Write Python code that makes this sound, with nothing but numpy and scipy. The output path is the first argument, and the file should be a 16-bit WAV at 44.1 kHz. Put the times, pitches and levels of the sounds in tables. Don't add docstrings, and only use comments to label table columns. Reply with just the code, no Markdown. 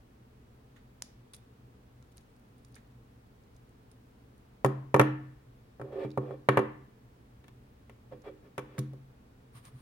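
import sys
import numpy as np
from scipy import signal
from scipy.fft import rfft, irfft
from scipy.io import wavfile

SR = 44100
rng = np.random.default_rng(int(sys.argv[2]) if len(sys.argv) > 2 else 0)


def unload_wav(signal):
    wavfile.write(
        sys.argv[1],
        SR,
        np.round(np.clip(np.atleast_2d(signal).T, -1, 1) * 32767).astype(np.int16),
    )


N = 432621
TIME = np.arange(N) / SR

# t/s, relative force/dB, contact cut-off/Hz, relative rattle/dB, bounce delay/s
IMPACTS = [(4.6460, -6, 1310, -21, 0.015), (4.9426, -3.5, 1370, -22, 0.02),
           (4.9953, -1.5, 1860, -14.5, 0.017), (5.797, -28, 950, -58, 0.0017),
           (5.814, -27.5, 1397, -46.5, 0), (5.82, -24, 160, -68, 0), (6.048, -17, 440, -54, 0.0004),
           (6.1748, -11.5, 890, -39.5, 0), (6.308, -31, 1100, -58, 0.00059),
           (6.4875, -5, 2020, -22.5, 0.00027), (6.5724, -5, 1681, -25.5, 0.018),
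           (7.441, -49.5, 3494, -55, 0), (7.481, -47, 4507, -47, 0), (7.896, -43, 2700, -48.5, 0.0027),
           (8.1224, -32, 756, -62.5, 0), (8.5795, -20.5, 1996, -30, 0.012), (8.7809, -28, 2170, -37, 0),
           (8.7833, -7, 184.3, -34, 0.0017), (8.7899, -19, 396, -25, 0), (8.933, -36, 700, -50, 0.0019)]
# t/s, relative level/dB, centre f/Hz, decay time/s
SHELL_TICKS = [(0.762, -34, 1850, .023), (1.022, -15.5, 6700, 0.0016), (1.335, -31.5, 9000, 0.0043),
               (1.337, -31.5, 3520, .006), (1.345, -31.5, 8500, .008), (1.365, -41, 9500, .0025),
               (2.026, -46.5, 6540, .002), (2.171, -39, 9500, 0.0027), (2.18, -37, 5200, .002),
               (2.648, -40.5, 7350, .0031), (2.744, -41, 5000, .005), (2.754, -36, 8200, 0.0053),
               (2.763, -31.5, 1930, 0.019), (3.566, -48, 7000, .0015), (3.915, -43, 8500, .004),
               (6.105, -42, 4100, .0017), (6.115, -41, 4100, 0.0036), (8.219, -46.5, 6100, .003),
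               (9.652, -37, 7500, 0.0041)]
# start t/s, duration/s, rumble level/dB, relative rasp/dB
RIM_ROLLS = [(5.794, 0.12, -44.5, -73), (5.916, 0.059, -36, -58.5), (5.985, 0.062, -34, -52.5),
             (6.205, .135, -41.5, -64), (8.11, 0.023, -44.5, -62), (8.237, 0.047, -40.5, -57.5),
             (8.419, .05, -57.5, -69), (8.68, .11, -55, -65)]
# t/s at top speed, scrape level/dB, desk shudder level/dB
SLIDE_JERKS = [(9.572, -56.5, -51.5), (9.668, -57.5, -57), (9.757, -71, -51), (9.805, -66, -54)]
# f/Hz, T60/s, left level/dB, right level/dB
DESK_MODES = [(128, .42, -25, -25.5), (133.63, 0.6, -20.5, -21), (205.1, 0.19, -31, -36.5),
              (217.4, 0.33, -28.5, -31), (280, 0.14, -26.5, -21), (304.5, .45, -25.5, -25.5),
              (382.9, .15, -16.5, -13), (436.5, 0.082, -21.5, -21), (493.3, 0.12, -25, -17.5),
              (565.2, .06, -22, -14), (670, 0.0098, -24, -19), (799, 0.052, -24.5, -33),
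              (885, 0.066, -20.5, -36.5), (1097, 0.1, -15.5, -32), (1151, 0.022, -13.5, -11.5),
              (1280, 0.031, -16.5, -16.5), (1360, 0.036, -17, -22.5), (1660, 0.0069, -19, -13),
              (1788, .04, -11.5, -22), (2322, 0.061, -19, -21.5), (2684, 0.009, -17.5, -16),
              (3340, .025, -24, -15)]
# f/Hz, bandwidth/Hz, gain/dB
SHELL_MODES = [(3500, 800, -3.5), (5660, 1400, -4), (6740, 780, -2.5), (9400, 950, 1), (11300, 4900, -7),
               (14900, 2500, -9)]
# f/Hz, level/dB relative to the direct sound
REVERB_LEVELS = [(100, -17.5), (500, -12), (1000, -12), (2000, -11.5), (3800, -11.5), (7000, -17),
                 (14000, -17.5)]
# f/Hz, T60/s
REVERB_TIMES = [(100, 0.93), (500, .4), (2000, 0.58), (6000, 0.28), (14000, 0.22)]
# f/Hz, left-right correlation
COHERENCE = [(60, 1), (130, 0.93), (290, 0.93), (640, -0.45), (1400, -0.15), (3100, 0)]
# f/Hz, relative spectral density/dB
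AIR_SPECTRUM = [(12, -48.5), (20, -16), (65, -2.5), (91, -11), (123, 0.5), (150, -16), (193, -9),
                (248, -8.5), (337, -16.5), (446, -16.5), (542, -19.5), (759, -21), (6910, -43),
                (14700, -45.5), (16000, -38)]
# f/Hz, bandwidth/Hz, rms level/dB
HUM_BANDS = [(123.84, 10, -65.5), (247, 22, -78), (438.8, 79, -75.5)]

TURN_START_S, TURN_END_S = 1.9, 4.5
RUB_HZ, RUB_WIDTH_HZ = 1160, 160


def knocks(desk):
    force, clack, rattle = np.zeros(N), np.zeros((2, N)), np.zeros((2, N))
    for s, db, contact_hz, rattle_db in impacts_and_bounces():
        pulse = butter(signal.unit_impulse(SR // 10), contact_hz, "low", order=3)
        flurry = butter(burst(decay_s=.0069, spread_db=1), contact_hz, "low", order=3)
        add(force, s, from_db(db) * pulse)
        add(clack, s, from_db(db + 22) * flurry)
        add(rattle, s, from_db(rattle_db + 15.5) * burst(decay_s=.0042, spread_db=5.5))
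    clack = butter(butter(clack, 320, "high"), 3600, "low", order=3)
    return through(force, desk) + clack + shell(rattle)


def impacts_and_bounces(loss_db=8, softening=.82, min_delay_s=.003):
    for s, db, contact_hz, rattle_db, delay_s in IMPACTS:
        yield s, db, contact_hz, rattle_db
        if delay_s > min_delay_s:
            yield s + delay_s, db - loss_db, contact_hz * softening, rattle_db - loss_db


def desk_response(dip_db=-5, dip_hz=700, return_s=.001):
    t = TIME[:SR]
    response = -from_db(dip_db) * np.sin(2 * np.pi * dip_hz * t) * (t < 1 / dip_hz) * np.ones((2, 1))
    late = np.maximum(t - return_s, 0)
    for k, (hz, t60, left_db, right_db) in enumerate(DESK_MODES):
        mode = np.sin(2 * np.pi * hz * late) * np.exp(-np.log(1000) * late / t60)
        polarity = (-1) ** max(k - 1, 0)
        response += polarity * from_db([[left_db], [right_db]]) * mode
    return butter(response, 95, "high")


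def shell(x):
    return sum((-1) ** k * from_db(db) * resonate(x, hz, width)
               for k, (hz, width, db) in enumerate(SHELL_MODES))


def ticks(snap_s=.0016):
    bright, blunt = np.zeros((2, N)), np.zeros((2, N))
    for s, db, hz, decay_s in SHELL_TICKS + faint_ticks():
        clean = np.exp(-decay_s / snap_s)
        snap = np.sqrt(clean) * signal.unit_impulse(SR // 10)
        scratch = (1 - clean) * burst(decay_s, spread_db=4)
        contact = from_db(db + 18) * (snap + scratch)
        add(bright, s, resonate(contact, hz, .37 * hz))
        add(blunt, s, contact)
    clack = from_db(-5.5) * butter(bright, 4200, "low", order=3)
    thud = from_db(-15) * butter(butter(blunt, 2400, "low", order=1), 400, "high")
    return (shell(bright) + clack + thud) * from_db([[-1], [1]])


def faint_ticks(per_s=6, db=-54, spread_db=2, hz=8500, decay_s=.0022):
    times = TIME[(rng.random(N) < per_s / SR) & (TIME > TURN_START_S) & (TIME < TURN_END_S)]
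    return [(s, db + spread_db * rng.standard_normal(), hz * rng.uniform(.6, 1.33), decay_s)
            for s in times]


def roll(desk):
    starts, durations, rumble_db, rasp_db = np.transpose(RIM_ROLLS)
    pressure = np.array([roll_pressure(s, duration) for s, duration in zip(starts, durations)])
    rumble, rasp = from_db(rumble_db) @ pressure, from_db(rasp_db) @ pressure
    coarse = butter(butter(grains(N, spread_db=7), 480, "low", order=3), 380, "high", order=4)
    fine = butter(butter(grains(N, spread_db=4), 1600, "high"), 3000, "low")
    force = rumble * coarse / np.std(through(coarse, desk))
    force += from_db(-3) * rasp * fine / np.std(through(fine, desk))
    friction = grains((2, N), spread_db=8.5)
    slip = butter(butter(friction, 1000, "high"), 2500, "low", order=3)
    slip += from_db(8) * resonate(friction, RUB_HZ, RUB_WIDTH_HZ)
    slip += from_db(-8.5) * resonate(friction, 3350, 400) + from_db(-21) * shell(friction)
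    return through(force, desk) + rms_one(slip) * rasp


def roll_pressure(start_s, duration_s, attack_s=.004, release_s=.014, growth_db=4.5):
    t = np.maximum(TIME - start_s, 0)
    attack = 1 - np.exp(-t / attack_s)
    growth = from_db(growth_db * (np.minimum(t / duration_s, 1) - 1))
    release = np.exp(-np.maximum(t - duration_s, 0) / release_s)
    return attack * growth * release


def slide():
    scraping = sum(from_db(db) * swell(s, width_s=.028) for s, db, _ in SLIDE_JERKS)
    shaking = sum(from_db(db) * swell(s, width_s=.037) for s, _, db in SLIDE_JERKS)
    friction = grains((2, N), spread_db=8.5)
    hiss = butter(butter(friction, 770, "high"), 1900, "low", order=1)
    hiss += resonate(friction, 8960, 700)
    hiss += from_db(6) * resonate(friction, RUB_HZ, RUB_WIDTH_HZ) + from_db(-21) * shell(friction)
    shudder = resonate(resonate(rng.standard_normal(N), 126, 18), 125, 20)
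    return rms_one(hiss) * scraping + rms_one(shudder) * shaking


def skin_rustle(turn_db=-90, fade_s=.1, regrip_s=2.19, regrip_db=-72):
    turning = np.clip(np.minimum(TIME - TURN_START_S, TURN_END_S - TIME) / fade_s, 0, 1)
    level = from_db(turn_db) * turning + from_db(regrip_db) * swell(regrip_s, width_s=.06)
    flutter = rms_one(butter(rng.standard_normal(N), 40, "low"))
    clumps = from_db(9.4 * np.clip(flutter, -2, 2))
    friction = grains((2, N), spread_db=6) * clumps
    return rms_one(shell(friction) + from_db(-9) * resonate(friction, 2950, 3000)) * level


def room_response(rise_s=.0083):
    t, response = TIME[:SR], 0
    edges_hz = 70 * 2 ** (np.arange(17) / 2)
    for low, high in zip(edges_hz, edges_hz[1:]):
        hz = np.sqrt(low * high)
        bandpass = signal.butter(2, [low, high], "band", fs=SR, output="sos")
        band = partly_coherent(signal.sosfilt(bandpass, rng.standard_normal((2, SR))), hz)
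        envelope = np.exp(-np.log(1000) * t / at_hz(REVERB_TIMES, hz)) * (1 - np.exp(-t / rise_s))
        unity_gain = np.sqrt(2 * (high - low)) / SR
        response += from_db(at_hz(REVERB_LEVELS, hz)) * rms_one(band * envelope) * unity_gain
    return response


def room_noise(air_db=-58):
    hz = np.fft.rfftfreq(N, 1 / SR)
    spectra = rfft(rng.standard_normal((2, N))) * from_db(at_hz(AIR_SPECTRUM, hz))
    air = rms_one(irfft(partly_coherent(spectra, hz), N))
    hum = sum(from_db(db) * rms_one(resonate(resonate(rng.standard_normal(N), f, width), f, width))
              for f, width, db in HUM_BANDS)
    return from_db(air_db) * air + hum


def partly_coherent(pair, hz):
    mid, side = pair
    correlation = np.clip(at_hz(COHERENCE, hz), -1, 1)
    return np.sqrt(1 + correlation) * mid + np.sqrt(1 - correlation) * side * [[1], [-1]]


def grains(shape, spread_db):
    noise = rng.standard_normal(shape)
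    return rms_one(noise * from_db(spread_db * np.clip(rng.standard_normal(shape), -2, 2)))


def burst(decay_s, spread_db):
    t = TIME[:SR // 10]
    flurry = grains((2, len(t)), spread_db) * np.exp(-t / decay_s)
    return flurry / np.sqrt(np.sum(flurry ** 2, axis=1, keepdims=True))


def swell(s, width_s):
    return np.exp(-((TIME - s) / width_s) ** 2)


def resonate(x, hz, width_hz):
    r = np.exp(-np.pi * width_hz / SR)
    feedback = [1, -2 * r * np.cos(2 * np.pi * hz / SR), r * r]
    return signal.lfilter(np.array([1, 0, -1]) * (1 - r * r) / 2, feedback, x + 1e-18)


def butter(x, hz, kind, order=2):
    return signal.sosfilt(signal.butter(order, hz, kind, fs=SR, output="sos"), x + 1e-18)


def through(x, response):
    return signal.oaconvolve(np.atleast_2d(x), response, axes=1)[:, :N]


def add(track, s, sound):
    start = round(s * SR)
    track[..., start:start + sound.shape[-1]] += sound[..., :N - start]


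def at_hz(points, hz):
    known_hz, values = np.transpose(points)
    return np.interp(np.log(np.maximum(hz, 1)), np.log(known_hz), values)


def from_db(db):
    return 10 ** (np.asarray(db) / 20)


def rms_one(x):
    return x / np.sqrt(np.mean(x ** 2) + 1e-20)


def scene():
    desk = desk_response()
    direct = knocks(desk) + ticks() + skin_rustle() + roll(desk) + slide()
    return direct + through(direct, room_response()) + room_noise()


def record(dry):
    return signal.sosfilt(signal.ellip(10, .1, 80, 16000, fs=SR, output="sos"), dry)


dry = scene()
out = record(dry)
unload_wav(out)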